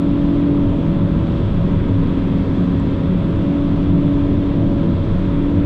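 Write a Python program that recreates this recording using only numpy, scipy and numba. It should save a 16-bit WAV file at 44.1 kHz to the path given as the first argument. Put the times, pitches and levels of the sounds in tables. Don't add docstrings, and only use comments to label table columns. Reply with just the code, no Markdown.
import sys
import numpy as np
from scipy import signal
from scipy.fft import rfft, irfft
from scipy.io import wavfile
from scipy.ndimage import uniform_filter1d
from numba import njit

SR = 44100
rng = np.random.default_rng(int(sys.argv[2]) if len(sys.argv) > 2 else 0)


def amplitude_ratio(level_db):
    exponent = np.asarray(level_db, float) / 20
    return 10 ** exponent


def unload_wav(signal):
    wavfile.write(
        sys.argv[1],
        SR,
        np.round(np.clip(np.atleast_2d(signal).T, -1, 1) * 32767).astype(np.int16),
    )


N = 249165


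def level(x, db):
    return x * amplitude_ratio(db) / np.sqrt(np.mean(x ** 2))


def curve(table):
    time_s, value = np.transpose(table)
    return np.interp(np.arange(N) / SR, time_s, value)


def spectrum_hz():
    return np.maximum(np.arange(N // 2 + 1) * SR / N, 1.)


def resonance(x, hz, width_hz, order=1):
    f = spectrum_hz()
    return irfft(rfft(x) / (1 + 1j * (f - hz ** 2 / f) / width_hz) ** order, N)


def walk(rate):
    hold = int(SR / rate)
    held = np.repeat(rng.standard_normal(N // hold + 1), hold)
    return 1.316 * uniform_filter1d(uniform_filter1d(held, hold), hold)[:N]


def tone(turns, db):
    waver_db = .8 * walk(6)
    slip = .025 * walk(9)
    phase = 2 * np.pi * (turns + slip + rng.random())
    return np.sqrt(2) * amplitude_ratio(db + waver_db) * np.sin(phase)


# time_s, piston_rate_hz
SHAFT_SPEED = [(0.0, 284.0), (0.34, 286.8), (0.51, 286.3), (0.86, 281.3), (1.1, 281.1), (1.54, 279.4),
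               (1.75, 277.8), (2.23, 273.4), (2.4, 275.0), (2.91, 275.9), (3.08, 278.5), (3.27, 280.0),
               (3.62, 284.3), (4.11, 285.1), (4.45, 284.6), (4.97, 280.2), (5.16, 280.0), (5.48, 286.7)]


def shaft():
    return np.cumsum(curve(SHAFT_SPEED)) / SR


CAB_AT_HZ = [273.5, 276, 278, 279.6, 281, 283, 285, 287]
MAIN_PUMP_DB = [-21, -22.5, -26.5, -35.5, -27, -21, -18.5, -18]
MAIN_PUMP_OCTAVE_DB = [-37, -38, -35, -36, -35.5, -34.5, -36, -38.5]
SECOND_PUMP_DB = [-33.5, -34, -35, -33.5, -27.5, -32, -29, -26.5]
SECOND_PUMP_OCTAVE_DB = [-56, -51, -50.5, -42.5, -48, -41.5, -44.5, -46]
SECOND_PUMP_OVERTONES_DB = [-51, -62, -68, -72.5]
# time_s, level_db
PRESSURE = [(0.0, 0), (0.4, 1), (0.8, 0.5), (1.15, 0.5), (1.5, -1), (1.9, 0.5), (2.5, -0.5), (2.9, -1),
            (3.15, 0.5), (3.45, 1), (3.7, -1.5), (4.1, 1), (4.5, -1), (4.85, 2.5), (5.15, -2.5), (5.4, -2),
            (5.65, -2)]
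GEARED_RATIO = [3, 2.262, 1.722, 4.777, 9.555, 14.336]
GEARED_DB = [-56.5, -50.5, -55, -61, -62, -77]


def pumps(turns):
    second = 1.157
    ripples = [(1, MAIN_PUMP_DB), (2, MAIN_PUMP_OCTAVE_DB),
               (second, SECOND_PUMP_DB), (2 * second, SECOND_PUMP_OCTAVE_DB)]
    rate_hz = np.gradient(turns) * SR
    pressure_db = curve(PRESSURE)
    out = np.zeros(N)
    for ratio, heard_db in ripples:
        cab_db = np.interp(rate_hz, CAB_AT_HZ, heard_db)
        out += tone(ratio * turns, cab_db + pressure_db)
    for overtone, db in enumerate(SECOND_PUMP_OVERTONES_DB, start=3):
        out += tone(overtone * second * turns, db)
    for ratio, db in zip(GEARED_RATIO, GEARED_DB):
        out += tone(ratio * turns, db)
    return out


CYLINDERS_DB = [-5, -7, -6.5]
# pitch_hz, width_hz, level_db
BLOCK = [(100, 25, -3.5), (168, 28, -2.5), (380, 49, -12), (1050, 680, -37), (1110, 300, -43),
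         (3400, 430, -46.5)]


def engine(turns):
    crank_ratio = .11747
    firings = len(CYLINDERS_DB) * crank_ratio * turns
    number = firings.astype(int)
    at = np.flatnonzero(np.diff(number))
    cylinder_db = np.array(CYLINDERS_DB)[number[at] % len(CYLINDERS_DB)]
    scatter_db = 2.1 * rng.standard_normal(len(at))
    pulses = np.zeros(N)
    pulses[at] = amplitude_ratio(cylinder_db + scatter_db)
    pulses = resonance(pulses, 1375, 4000, order=4)
    knock = np.zeros(N)
    for k, (hz, width_hz, db) in enumerate(BLOCK):
        knock += (-1) ** k * level(resonance(pulses, hz, width_hz), db)
    gas = np.exp(-(firings % 1) / 1.4) * rng.standard_normal(N)
    rasp = resonance(gas, 2600, 2400, order=4)
    return amplitude_ratio(-28.0) * knock + level(rasp, -57.5)


def boom(hz, width_hz):
    f = np.fft.fftfreq(N, 1 / SR)
    chance = np.fft.ifft(np.fft.fft(rng.standard_normal(N)) / (1 + (2 * f / width_hz) ** 2))
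    size = np.abs(chance) ** 2
    steady = .75
    chance = chance / (size + 0.17 * size.mean()) ** (steady / 2)
    carrier = np.exp(2j * np.pi * np.cumsum(hz) / SR)
    return level(np.real(chance * carrier), -0.5)


# pitch_hz, resting_level_db, wander_hz, jolt_length_s
CAB_PARTS = [
    (24.9, -29, 3, 0.098),
    (100.77, -25, 4, .05),
    (164.2, -25, 4, .04),
    (183.25, -24.5, 4, 0.026),
]
CAB_WIDTH_HZ = [12, 22, 33, 30]
# time_s, level_db
FLOOR_JOLTS = [(.73, -25), (1.55, -26), (2.03, -26), (3.0, -25), (3.8, -25.5), (4.3, -25), (4.68, -23),
               (5.1, -23), (5.3, -25)]
SEAT_JOLTS = [(.66, -19.5), (1.04, -23), (1.471, -17.5), (1.63, -24), (1.769, -20.5), (1.93, -18.5),
              (3.02, -24.5), (3.35, -22), (3.92, -17), (4.171, -18.5), (4.34, -16.5), (4.62, -18),
              (5.6, -14.5)]
PANEL_JOLTS = [(.13, -23), (.27, -25), (.5, -22), (.59, -24), (1.04, -22.5), (1.25, -21.5), (1.61, -22.5),
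               (1.73, -22), (2.06, -21), (2.24, -25), (2.36, -23), (2.62, -24.5), (2.79, -23), (3.13, -23),
               (3.3, -21.5), (3.49, -21.5), (3.731, -23.5), (4.05, -23.5), (4.6, -23), (4.72, -25),
               (4.9, -23.5), (5.18, -20.5)]


def tracks():
    scatter_db, shake_rate = 1.5, 10
    t, out = np.arange(N) / SR, np.zeros(N)
    jolts = [FLOOR_JOLTS, SEAT_JOLTS, PANEL_JOLTS, PANEL_JOLTS]
    for part, width_hz, rows in zip(CAB_PARTS, CAB_WIDTH_HZ, jolts):
        hz, rest_db, wander_hz, length_s = part
        power = amplitude_ratio(rest_db + scatter_db * walk(shake_rate)) ** 2
        for time_s, db in rows:
            power += amplitude_ratio(db) ** 2 * np.exp(-((t - time_s) / length_s) ** 2)
        out += np.sqrt(power) * boom(hz + wander_hz * walk(shake_rate), width_hz)
    return out


# time_s, peak_level_db, pitch_hz
TICKS = [
    (1.7204, -58, 6580),
    (1.8861, -54, 7050),
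    (2.799, -47, 7610),
]


def ticks():
    out, t = np.zeros(N), np.arange(400) / SR
    shape = t / 0.00061 * np.exp(1 - t / 0.00087)
    for time_s, db, hz in TICKS:
        ring = np.sin(2 * np.pi * hz * t)
        ring += .6 * np.sin(2 * np.pi * .76 * hz * t)
        ring += .03 * np.sin(2 * np.pi * 1.57 * hz * t)
        i = int((time_s - .0007) * SR)
        out[i:i + len(t)] += amplitude_ratio(db - 5.0) * ring * shape
    return out


# pitch_hz, level_db (per Hz)
ROAR = [(14, -12.5), (30, 0.5), (130, -5), (245, -0.5), (262, -4.5), (400, -10), (500, -15), (680, -21.5),
        (800, -27.5), (2000, -34.5), (3700, -41.5), (5000, -52.5), (8500, -67), (10500, -82.5)]


def roar():
    f = spectrum_hz()
    hz, db = np.transpose(ROAR)
    colour = amplitude_ratio(np.interp(np.log(f), np.log(hz), db, left=-60, right=-110))
    spectrum = rfft(rng.standard_normal(N)) * colour
    out, swell = np.zeros(N), walk(0.3)
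    for centre in np.arange(3.5, 15, .5):
        share = np.clip(1 - np.abs(np.log2(f) - centre) / .5, 0, 1)
        flicker_db = 0.13 * swell + 1.2 * walk(9)
        out += amplitude_ratio(flicker_db) * irfft(spectrum * share, N)
    return level(out, -20.5)


# pitch_hz, width_hz, level_db
DUCTS = [(36.5, 33, -37.5), (63.7, 5, -34), (365, 4.3, -42.5), (586.3, 24, -47.5), (680, 60, -56),
         (928, 40, -49), (1012, 160, -44), (1140, 70, -51), (1280, 200, -48), (1590, 110, -56.5),
         (3363, 610, -51), (7760, 1600, -73.5)]
# pitch_hz, width_hz, level_db
WHINE = [(11032, 50, -85), (11100, 350, -88.5), (12966, 90, -93), (12100, 1100, -96)]


def ducts_and_whine():
    out = np.zeros(N)
    for hz, width_hz, db in DUCTS + WHINE:
        out += level(resonance(rng.standard_normal(N), hz, width_hz, order=2), db)
    return out


def scene():
    turns = shaft()
    mix = pumps(turns) + engine(turns) + tracks() + ticks() + roar() + ducts_and_whine()
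    return mix[None]


@njit
def follow(x, attack, release):
    e, out = .2, np.empty(len(x))
    for i in range(len(x)):
        a = abs(x[i])
        e += (a - e) * (attack if a > e else release)
        out[i] = e
    return out


def band_limit(x):
    return signal.sosfilt(signal.butter(12, 15000, fs=SR, output="sos"), x)


def record(dry):
    attack_s, release_s = 0.0076, 0.054
    envelope = follow(dry[0], 1 / (attack_s * SR), 1 / (release_s * SR))
    envelope = uniform_filter1d(uniform_filter1d(envelope, size=60), size=60)
    gain = (amplitude_ratio(-8.5) / (envelope + 0.033)) ** 0.12
    held = dry * gain * amplitude_ratio(-0.38)
    held = signal.sosfilt(signal.butter(2, 11, "high", fs=SR, output="sos"), held)
    mix = .9 * np.tanh(held / .9)
    return band_limit(mix)


dry = scene()
out = record(dry)
unload_wav(out)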